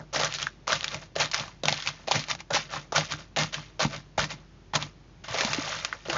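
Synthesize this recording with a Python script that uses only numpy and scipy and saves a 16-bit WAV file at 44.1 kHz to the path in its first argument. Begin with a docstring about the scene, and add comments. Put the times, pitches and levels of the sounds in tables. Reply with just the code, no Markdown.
"""A quiet room with a faint hum, one microphone close to a metal bowl of slime with a dry crust.
Fingers press into it again and again, then both hands gather it up. Each press breaks the crust in
sharp cracks over a dense crackle of tiny bursting foam cells, and pushes the bowl, which thumps low.
Bowl and table throw back a short wash of reflections."""
import sys
import numpy as np
from scipy import signal
from scipy.fft import rfft, irfft
from scipy.io import wavfile
from scipy.ndimage import uniform_filter1d

SR = 44100
rng = np.random.default_rng(int(sys.argv[2]) if len(sys.argv) > 2 else 0)


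def transcribe(signal):
    """Save signal, clipped to [-1, 1], as a 16-bit WAV file at the path in sys.argv[1]."""
    frames = np.atleast_2d(signal).T
    limited = np.clip(frames, -1, 1)
    pcm = np.round(limited * 32767).astype(np.int16)
    wavfile.write(sys.argv[1], SR, pcm)


N = 272229


def gain_of(db):
    """Turns dB into gain."""
    return 10 ** (np.asarray(db) / 20)


def unit_rms(x):
    """Scales to rms 1."""
    return x / np.sqrt(np.mean(x ** 2) + 1e-20)


def add(mix, start_s, sound):
    """Lays a sound into the mix."""
    part = mix[round(start_s * SR):][:len(sound)]
    part += sound[:len(part)]


def coloured(x, spectrum):
    """Equalises x along a curve drawn on a log-frequency axis; rms 1."""
    hz, db = np.transpose(spectrum)
    bin_hz = np.fft.rfftfreq(len(x), 1 / SR)
    curve = gain_of(np.interp(np.log(bin_hz + 1), np.log(hz + 1), db))
    return unit_rms(irfft(rfft(x) * curve, len(x)))


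def resonate(x, hz, width_hz):
    """One resonance, with a gain near 1 at its centre."""
    radius = np.exp(-np.pi * width_hz / SR)
    pole = radius * np.exp(2j * np.pi * hz / SR)
    return 2 * signal.lfilter([1 - radius], [1, -pole], x + 0j).real


def resonate_twice(x, hz, width_hz):
    """The same resonance twice over, for steeper skirts."""
    return resonate(resonate(x, hz, width_hz), hz, width_hz)


def room_tone():
    """Steady rumble and hiss behind the bowl, with a slightly wavering hum."""
    # tones of the hum: f/Hz, width of the waver/Hz, level/dB
    hum_tones = [(48.3, 3, -57.5), (83.3, 6, -66.5)]
    # spectrum of the room's noise: f/Hz, relative level/dB
    spectrum = [(44, -31.5), (75, -7), (165, -3.5), (204, -14), (295, -15), (324, -11.5), (468, -20.5),
                (6310, -35.5), (7500, -40.5), (9750, -86.5), (16500, -120)]
    hum, t = np.zeros(N), np.arange(N) / SR
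    for hz, width, db in hum_tones:
        waver = unit_rms(resonate(rng.standard_normal(N), hz, width))
        hum += gain_of(db) * unit_rms(np.sin(2 * np.pi * hz * t) + 0.14 * waver)
    return gain_of(-54) * coloured(rng.standard_normal(N), spectrum) + hum


def finger_strokes():
    """Each stroke sets in, holds and falls; gives the envelopes of crackle, hollow crust and bowl."""
    # pushes, rakes and squeezes: t/s, first touch re crackle/dB, rise/s, hold/s, crackle level/dB,
    # fall/(dB/s), hollow crust re crackle/dB, bowl level/dB, lag of the bowl/s
    strokes = [(0, 12, 0.0017, 0.0035, -55.5, 344, 12.5, -43, 0.0045),
               (0.128, -7.5, .033, 0.095, -31, 260, -3, -42, 0.018),
               (0.299, -7, 0.04, 0.0047, -38, 268, -20, -52.5, .03),
               (0.386, -10, 0.034, 0.0044, -34, 276, -10.5, -44, 0.016),
               (0.671, -7.5, 0.05, 0.0043, -28.5, 253, -1.5, -42.5, 0.027),
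               (0.797, -5, 0.044, 0.082, -42, 270, -11.5, -56.5, .02),
               (0.914, 1, 0.035, 0.0055, -41, 267, -2, -41.5, 0.0036),
               (1.009, -12, 0.011, 0.004, -45, 383, -6, -52, .02),
               (1.154, 4, 0.028, 0.0045, -44, 300, -3, -42, .003),
               (1.181, -14.5, 0.029, 0.0038, -22, 345, -6, -39.5, 0.029),
               (1.333, -6, 0.0073, 0.0045, -27.5, 301, -13, -58, 0.018),
               (1.37, -17, 0.023, 0.0032, -34, 192, -5.5, -41.5, 0.011),
               (1.634, -10, 0.015, 0.0085, -38, 294, 4.5, -35.5, 0.016),
               (1.675, -12, 0.0084, .005, -26.5, 450, -6.5, -38, 0.03),
               (1.708, -8, .01, 0.017, -37, 69, -26, -55, 0.042),
               (1.847, -7, .032, 0.0058, -43, 207, -7, -43.5, .01),
               (1.984, -6, 0.011, 0.0074, -67.5, 300, 12, -61, .01),
               (2.072, -15, 0.078, 0.003, -29.5, 188, -9.5, -31.5, 0.015),
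               (2.274, -25, 0.03, 0.0023, -27.5, 498, -15, -45.5, 0.029),
               (2.384, -11, 0.018, .003, -43, 904, -19, -70, .02),
               (2.503, -14, 0.0039, 0.0033, -36, 303, 7.5, -42, 0.017),
               (2.528, -10, 0.023, 0.0054, -24, 257, -10, -45, 0.037),
               (2.691, -13.5, 0.033, 0.042, -38, 247, -5.5, -46, 0.029),
               (2.922, -24, 0.035, 0.013, -27.5, 186, -3.5, -33, 0.031),
               (3.086, -13.5, 0.032, 0.0055, -34, 360, -10, -40, 0.019),
               (3.178, -5, .021, .003, -44.5, 306, -7, -53.5, .01),
               (3.363, -1, .02, 0.036, -28, 300, -9.5, -33, 0.013),
               (3.525, -7, 0.007, 0.0055, -36, 146, -9.5, -42, 0.054),
               (3.794, -4.5, 0.035, 0.0046, -27, 400, -4.5, -29, 0.023),
               (3.897, -11, .043, 0.0071, -37.5, 300, -4, -42, 0.027),
               (4.178, 0.5, 0.016, 0.037, -32, 407, -4.5, -37, 0.022),
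               (4.287, -20, 0.018, 0.004, -35, 466, -12.5, -44, 0.034),
               (4.36, 0, .015, 0.015, -60.5, 150, -2.5, -69, .01),
               (4.734, -11, 0.023, .003, -24, 907, -7.5, -31, 0.0086),
               (4.782, -18, 0.034, 0.0025, -36, 304, -12, -41, 0.031),
               (5.237, -7, 0.0031, 0.0041, -45, 150, -11, -69, .02),
               (5.28, -10, 0.062, .02, -34, 153, -6, -49, 0.024),
               (5.376, -3, 0.041, .01, -33.5, 80, -3, -41, 0.089),
               (5.463, -4, 0.028, 0.26, -36, 74, -9, -51.5, 0.054),
               (5.844, -15, 0.01, 0.0039, -46.5, 220, -2, -64, .02),
               (5.92, -10, 0.023, .003, -51, 501, 6.5, -66, .02),
               (6.052, -3, 0.0032, 0.0044, -43.5, 165.5, -4, -51, 0.019),
               (6.084, -8, .046, 0.047, -34, 196, -0.5, -38.5, 0.023)]
    start, touch_db, rise, hold, db, fall, hollow_db, bowl_db, lag = np.transpose(strokes)[:, :, None]
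    bowl_rise_db_per_s, bowl_fall_db_per_s = 452.5, 298.5
    sample_t = np.arange(N) / SR
    t = sample_t[::32]
    rise = np.maximum(rise, .002)
    rise_left = np.clip(1 - (t - start) / rise, 0, 1)
    swell = np.where(t < start, 0, gain_of(db + touch_db * rise_left))
    released_s = np.maximum(t - start - rise - hold, 0)
    settling = gain_of(-32.5 - 92 * released_s)  # the torn foam goes on settling
    level = swell * (gain_of(-fall * released_s) + settling)
    hollow = swell * (gain_of(hollow_db - 1.41 * fall * released_s) + settling)  # dies faster
    loading_db = bowl_rise_db_per_s * np.maximum(start + rise + lag - t, 0)
    unloading_db = bowl_fall_db_per_s * np.maximum(released_s - lag, 0)
    load = gain_of(bowl_db - loading_db - unloading_db)
    load *= np.clip((t - start) / 0.0049, 0, 1)  # silent before the touch
    # overlapping strokes add in power
    return [np.interp(sample_t, t, np.linalg.norm(x, axis=0)) for x in (level, hollow, load)]


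def foam_cells(per_s, cycles, pitches, spread_db=3.5):
    """Cells burst at random, a few loudly; each rings briefly at a pitch set by its size."""
    strength = gain_of(spread_db * np.minimum(rng.exponential(1, N), 4))
    bursts = strength * (rng.random(N) < per_s / SR) * rng.choice([-1, 1], N)
    size_class, out = rng.integers(0, pitches, N), np.zeros(N)
    for k, hz in enumerate(np.geomspace(500, 7500, pitches)):
        radius = np.exp(-hz / cycles / SR)
        feedback = [1, -2 * radius * np.cos(2 * np.pi * hz / SR), radius ** 2]
        ring = signal.lfilter([1], feedback, bursts * (size_class == k))
        out += np.sqrt(hz) * unit_rms(ring)
    return unit_rms(out)


def crackle(level, hollow_level):
    """The foam's fine fizz and sharp ticks reach the microphone directly and through the hollow crust."""
    # brittle crust gives way to soft inner foam: t/s, ticks' share of the power/(0-1)
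    brittleness = [(5.2, .35), (5.3, .15), (5.56, .07), (5.84, .07), (5.9, .15)]
    # resonances of the hollow crust: f/Hz, width/Hz, relative level/dB
    crust_modes = [(610, 330, 12), (860, 175, 5), (1150, 770, 10)]
    # colour of the direct crackle: f/Hz, relative level/dB
    spectrum = [(710, -21.5), (1200, -9.5), (1690, -7), (1830, -5), (4380, -9.5), (5820, -10.5),
                (6630, -12), (7500, -16), (9750, -57), (16500, -120)]
    tick_share = np.interp(np.arange(N) / SR, *np.transpose(brittleness))
    fizz = foam_cells(per_s=7000, cycles=4, pitches=20)
    ticks = foam_cells(per_s=1200, cycles=.8, pitches=12)
    foam = np.sqrt(1 - tick_share) * fizz + np.sqrt(tick_share) * ticks
    hollow = sum(gain_of(db) * unit_rms(resonate_twice(foam, hz, width)) for hz, width, db in crust_modes)
    return level * coloured(foam, spectrum) + hollow_level * unit_rms(hollow)


def bowl(load, mode_hz=151.2):
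    """The pushed bowl swings in its lowest mode, its pitch wavering with the grip, and rumbles around it."""
    # the bowl's broader swings: f/Hz, width/Hz, level re the mode/dB
    swings = [(110, 56, -6), (199, 98, -7.5), (295.5, 37, -12)]
    grip = unit_rms(uniform_filter1d(uniform_filter1d(rng.standard_normal(N), 900), 900))
    mode = np.sqrt(2) * np.sin(2 * np.pi * np.cumsum(mode_hz * (1 + .02 * grip)) / SR)
    rumble = sum(gain_of(db) * unit_rms(resonate_twice(rng.standard_normal(N), hz, width))
                 for hz, width, db in swings)
    return load * (mode + rumble)


def small_plates(level, per_s=30, spread_db=6):
    """Lesser plates of crust break at random, as hard as the fingers then work; rows for cracks()."""
    when, plop_pitch, ring_pitch, weakness, plop_weakness, length = rng.random((N * per_s // SR, 6)).T
    db = 20 * np.log10(level[(when * N).astype(int)] + 1e-9) - spread_db * weakness
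    plop_hz = np.interp(plop_pitch, (0, 1), (600, 1500))
    ring_hz = np.interp(ring_pitch, (0, 1), (1600, 4800))
    plop_db, ring_db = db + 10 - spread_db * plop_weakness, db + 7.5
    t60 = np.interp(length, (0, 1), (.008, .06))
    return list(zip(when * N / SR, plop_hz, plop_db, ring_hz, ring_db, t60))


def cracks(level, rise_s=.002):
    """Splinters build up to a main fracture and die away: a hollow plop, a bright ring and a dry snap."""
    # the loudest plates of crust to break: t/s, plop f/Hz, plop peak/dB, ring f/Hz, ring peak/dB, t60/s
    large_plates = [(.134, 590, -35, 6370, -17, 0.051), (.147, 1140, -22.5, 5170, -17, 0.049),
                    (.159, 670, -24, 2110, -10, 0.059), (.197, 620, -20, 1880, -13.5, 0.062),
                    (.211, 580, -23, 3590, -14, 0.069), (.233, 1300, -21, 1800, -11, 0.051),
                    (.245, 1500, -29, 5820, -9, 0.03), (.254, 1240, -32, 1530, -16, .035),
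                    (.323, 860, -36, 3000, -17.5, 0.0093), (.338, 1500, -33, 6320, -12, 0.0082),
                    (.346, 710, -39, 4360, -16, 0.12), (.384, 1360, -27, 3520, -20, 0.064),
                    (.398, 1340, -35, 2640, -18, 0.017), (.426, 1260, -40, 2880, -10, 0.028),
                    (.467, 1370, -16, 1520, -20.5, 0.019), (.677, 1080, -14, 1800, -11.5, 0.0044),
                    (.72, 1290, -22.5, 3140, -9, .075), (.728, 1400, -15, 1600, -5.5, 0.036),
                    (.753, 1290, -41, 2710, -16.5, 0.13), (.763, 1390, -36, 3130, -25, .007),
                    (.807, 1370, -46.5, 3080, -16, .004), (.829, 1440, -45, 3450, -18.5, .011),
                    (.842, 1530, -40, 2550, -8.5, .023), (.879, 1500, -40, 3300, -11.5, 0.0058),
                    (.943, 1040, -24.5, 2440, -14.5, 0.025), (1.161, 540, -19, 1830, -14, 0.044),
                    (1.199, 570, -22, 5020, -11.5, 0.036), (1.228, 1110, -27, 1990, -26, 0.048),
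                    (1.256, 990, -43, 3810, -15.5, .005), (1.313, 1160, -35, 4500, -16, 0.047),
                    (1.337, 1040, -32, 5280, -14.5, 0.0055), (1.343, 1150, -25, 1560, -5.5, 0.0072),
                    (1.376, 1100, -31, 4970, -18, 0.042), (1.396, 1120, -39, 3220, -14.5, 0.027),
                    (1.435, 1140, -26, 2050, -44, 0.025), (1.478, 1130, -34, 2530, -28.5, .049),
                    (1.776, 1500, -48, 3340, -20, 0.012), (1.801, 1500, -51, 3490, -22, 0.0071),
                    (1.822, 1500, -51, 3460, -20, 0.06), (1.839, 1500, -54, 3250, -29, .006),
                    (2.192, 1010, -41, 3930, -18, 0.19), (2.238, 1060, -46, 2340, -20.5, 0.021),
                    (2.607, 647, -49, 2110, -29, 0.044), (3.047, 1490, -48, 5600, -23, .016),
                    (3.053, 1410, -50, 5500, -22, .006), (4.788, 1010, -26, 2100, -36, .011),
                    (5.69, 1230, -32, 5880, -21, 0.038), (1.634, 533, -21, 3410, -15.5, 0.035),
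                    (1.654, 1100, -17.5, 3430, -8.5, 0.021), (1.682, 860, -14.5, 2330, -3, 0.023),
                    (1.692, 1520, -29, 2050, -12.5, .011), (1.724, 816, -21.5, 3430, -8.5, 0.025),
                    (1.74, 1110, -43, 3500, -18, 0.031), (1.86, 950, -35, 2160, -19.5, 0.13),
                    (1.872, 1270, -32, 2500, -9.5, 0.092), (1.887, 1500, -25.5, 3160, -15.5, 0.025),
                    (2.075, 610, -23, 2370, -20, 0.057), (2.082, 640, -22, 3760, -15, 0.02),
                    (2.111, 814, -10.5, 4520, -8, 0.024), (2.116, 860, -18, 2680, -5.5, .042),
                    (2.155, 574, -23, 2300, -11, 0.069), (2.283, 960, -30, 1990, -20, 0.061),
                    (2.298, 1290, -28, 3490, -22, 0.077), (2.311, 1090, -22, 2390, -9, 0.029),
                    (2.349, 760, -27.5, 1580, -19.5, .015), (2.404, 1010, -34.5, 2670, -24, .015),
                    (2.505, 570, -22, 1780, -19, .024), (2.536, 1390, -36, 3520, -12, .094),
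                    (2.543, 585, -20, 5600, -11, 0.025), (2.55, 1110, -18, 5440, -10, 0.061),
                    (2.572, 1500, -32, 3500, -17, 0.026), (2.736, 1040, -20, 2690, -37, 0.033),
                    (2.758, 1150, -25.5, 1550, -41, 0.1), (2.921, 1150, -21.5, 5160, -20.5, 0.051),
                    (2.925, 654, -19.5, 1510, -26, 0.018), (2.959, 1400, -20, 1510, -7.5, 0.12),
                    (2.979, 670, -14, 3250, -9, 0.023), (3.007, 1500, -44, 2120, -16.5, 0.025),
                    (3.113, 1420, -42, 3310, -19, 0.036), (3.12, 1410, -35, 5560, -14, 0.041),
                    (3.136, 1460, -24, 1510, -31, .006), (3.365, 705, -21.5, 3540, -33, 0.28),
                    (3.386, 1100, -22, 2980, -11.5, 0.055), (3.433, 1130, -29, 3220, -12.5, .015),
                    (3.541, 1470, -43, 2770, -13, 0.043), (3.58, 1080, -29.5, 1790, -28, 0.018),
                    (3.794, 650, -22, 3900, -21, .13), (3.802, 1260, -16.5, 3840, -12.5, 0.13),
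                    (3.847, 840, -16.5, 2190, -16, 0.039), (3.962, 980, -46, 2210, -23, 0.035),
                    (4.179, 810, -15.5, 1520, -24.5, 0.014), (4.191, 1480, -16.5, 1510, -14.5, 0.074),
                    (4.201, 1500, -30, 1540, -12.5, .039), (4.24, 1000, -30, 1770, -14.5, 0.072),
                    (4.308, 1090, -29, 2070, -23.5, 0.14), (4.735, 890, -17, 1510, -35, 0.0083),
                    (4.753, 1100, -17, 3010, -8.5, 0.058), (4.824, 980, -25, 3280, -13.5, 0.035),
                    (5.242, 1180, -33.5, 2770, -33, 0.04), (5.282, 950, -28, 2530, -26, 0.12),
                    (5.342, 580, -22, 2070, -16, .078), (5.374, 800, -26, 2030, -16, .05),
                    (5.384, 1000, -28, 2150, -12, 0.16), (5.407, 550, -22.5, 1860, -7, 0.077),
                    (5.434, 850, -16, 1510, -18, 0.0074), (5.447, 805, -21, 3700, -9, 0.047),
                    (5.531, 1250, -21, 2360, -11, 0.04), (5.545, 503, -30, 1840, -12, 0.024),
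                    (5.726, 1230, -21, 1800, -36, .041), (5.745, 1470, -24.5, 1510, -30, 0.093),
                    (5.847, 1540, -23, 2530, -7.5, 0.037), (5.926, 1400, -14.5, 1920, -32, 0.025),
                    (6.057, 550, -33, 2850, -29, 0.037), (6.084, 430, -27, 2250, -38, .015),
                    (6.097, 680, -24.5, 2480, -15.5, 0.043), (6.129, 1500, -24.5, 1510, -13.5, 0.046),
                    (6.165, 1160, -17, 1780, -33, 0.041)]
    out, t = np.zeros(N), np.arange(2000) / SR
    snap_band = signal.butter(2, [1200, 6500], "band", fs=SR, output="sos")
    for start_s, plop_hz, plop_db, ring_hz, ring_db, t60 in large_plates + small_plates(level):
        splinters = rng.standard_normal(len(t))
        build_up = np.minimum(t / rise_s, 1) ** 1.22
        burst = splinters * build_up * gain_of(-60 * np.maximum(t - rise_s, 0) / t60)
        burst[round(rise_s * SR)] += 10.7 * np.sign(splinters[0])  # the main fracture
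        plop = resonate_twice(burst, plop_hz, width_hz=0.73 * plop_hz)
        ring = resonate(burst, ring_hz, width_hz=.24 * ring_hz)
        bright = ring + .5 * signal.sosfilt(snap_band, burst)
        add(out, start_s, gain_of(plop_db) * plop / abs(plop).max())
        add(out, start_s, gain_of(ring_db) * bright / abs(bright).max())
    return out


def reflections(x, t60=0.08):
    """A short wash off the bowl and table, 3 ms behind the direct sound."""
    t = np.arange(SR // 4) / SR
    tail = rng.standard_normal(len(t)) * gain_of(-60 * t / t60) * (t > .003)
    return signal.oaconvolve(x, tail / np.linalg.norm(tail))[:N]


def thumps(attack_s=0.00092):
    """Fingertips reach the bottom, or trapped air plops: a short, low, damped swing."""
    # pushes to the bottom of the bowl: t/s, peak level/dB, f/Hz, t60/s
    deep_pushes = [(0.732, -33.5, 127, 0.032), (3.852, -18, 170, 0.019), (4.186, -23.5, 127, 0.016),
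                   (5.304, -33, 121, 0.097), (5.448, -25, 220, 0.052), (5.584, -22, 283, 0.046),
                   (6.092, -30, 334, 0.12)]
    out, t = np.zeros(N), np.arange(12000) / SR
    attack = 1 - np.exp(-t / attack_s)
    for start_s, db, hz, t60 in deep_pushes:
        swing = np.sin(2 * np.pi * hz * t) * attack * gain_of(-60 * t / t60)
        add(out, start_s, gain_of(db) * swing / abs(swing).max())
    return out


def scene():
    """Slime and bowl close up, room tone behind, in mono."""
    level, hollow_level, load = finger_strokes()
    slime = crackle(level, hollow_level) + cracks(level)
    return (slime + gain_of(-13.0) * reflections(slime) + bowl(load) + thumps() + room_tone())[None]


def record(dry):
    """The microphone cuts the deep bass and rolls off the treble steeply; a band limit follows."""
    low_cut = signal.butter(6, 41, "high", fs=SR, output="sos")
    roll_off = signal.firwin(121, 7100, window=("kaiser", 6.5), fs=SR)
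    band_limit = signal.firwin(121, 8200, window=("kaiser", 5), fs=SR)
    picked_up = signal.oaconvolve(signal.sosfilt(low_cut, dry), roll_off[None], "same")
    return signal.oaconvolve(picked_up, band_limit[None], "same")


dry = scene()
out = record(dry)
transcribe(out)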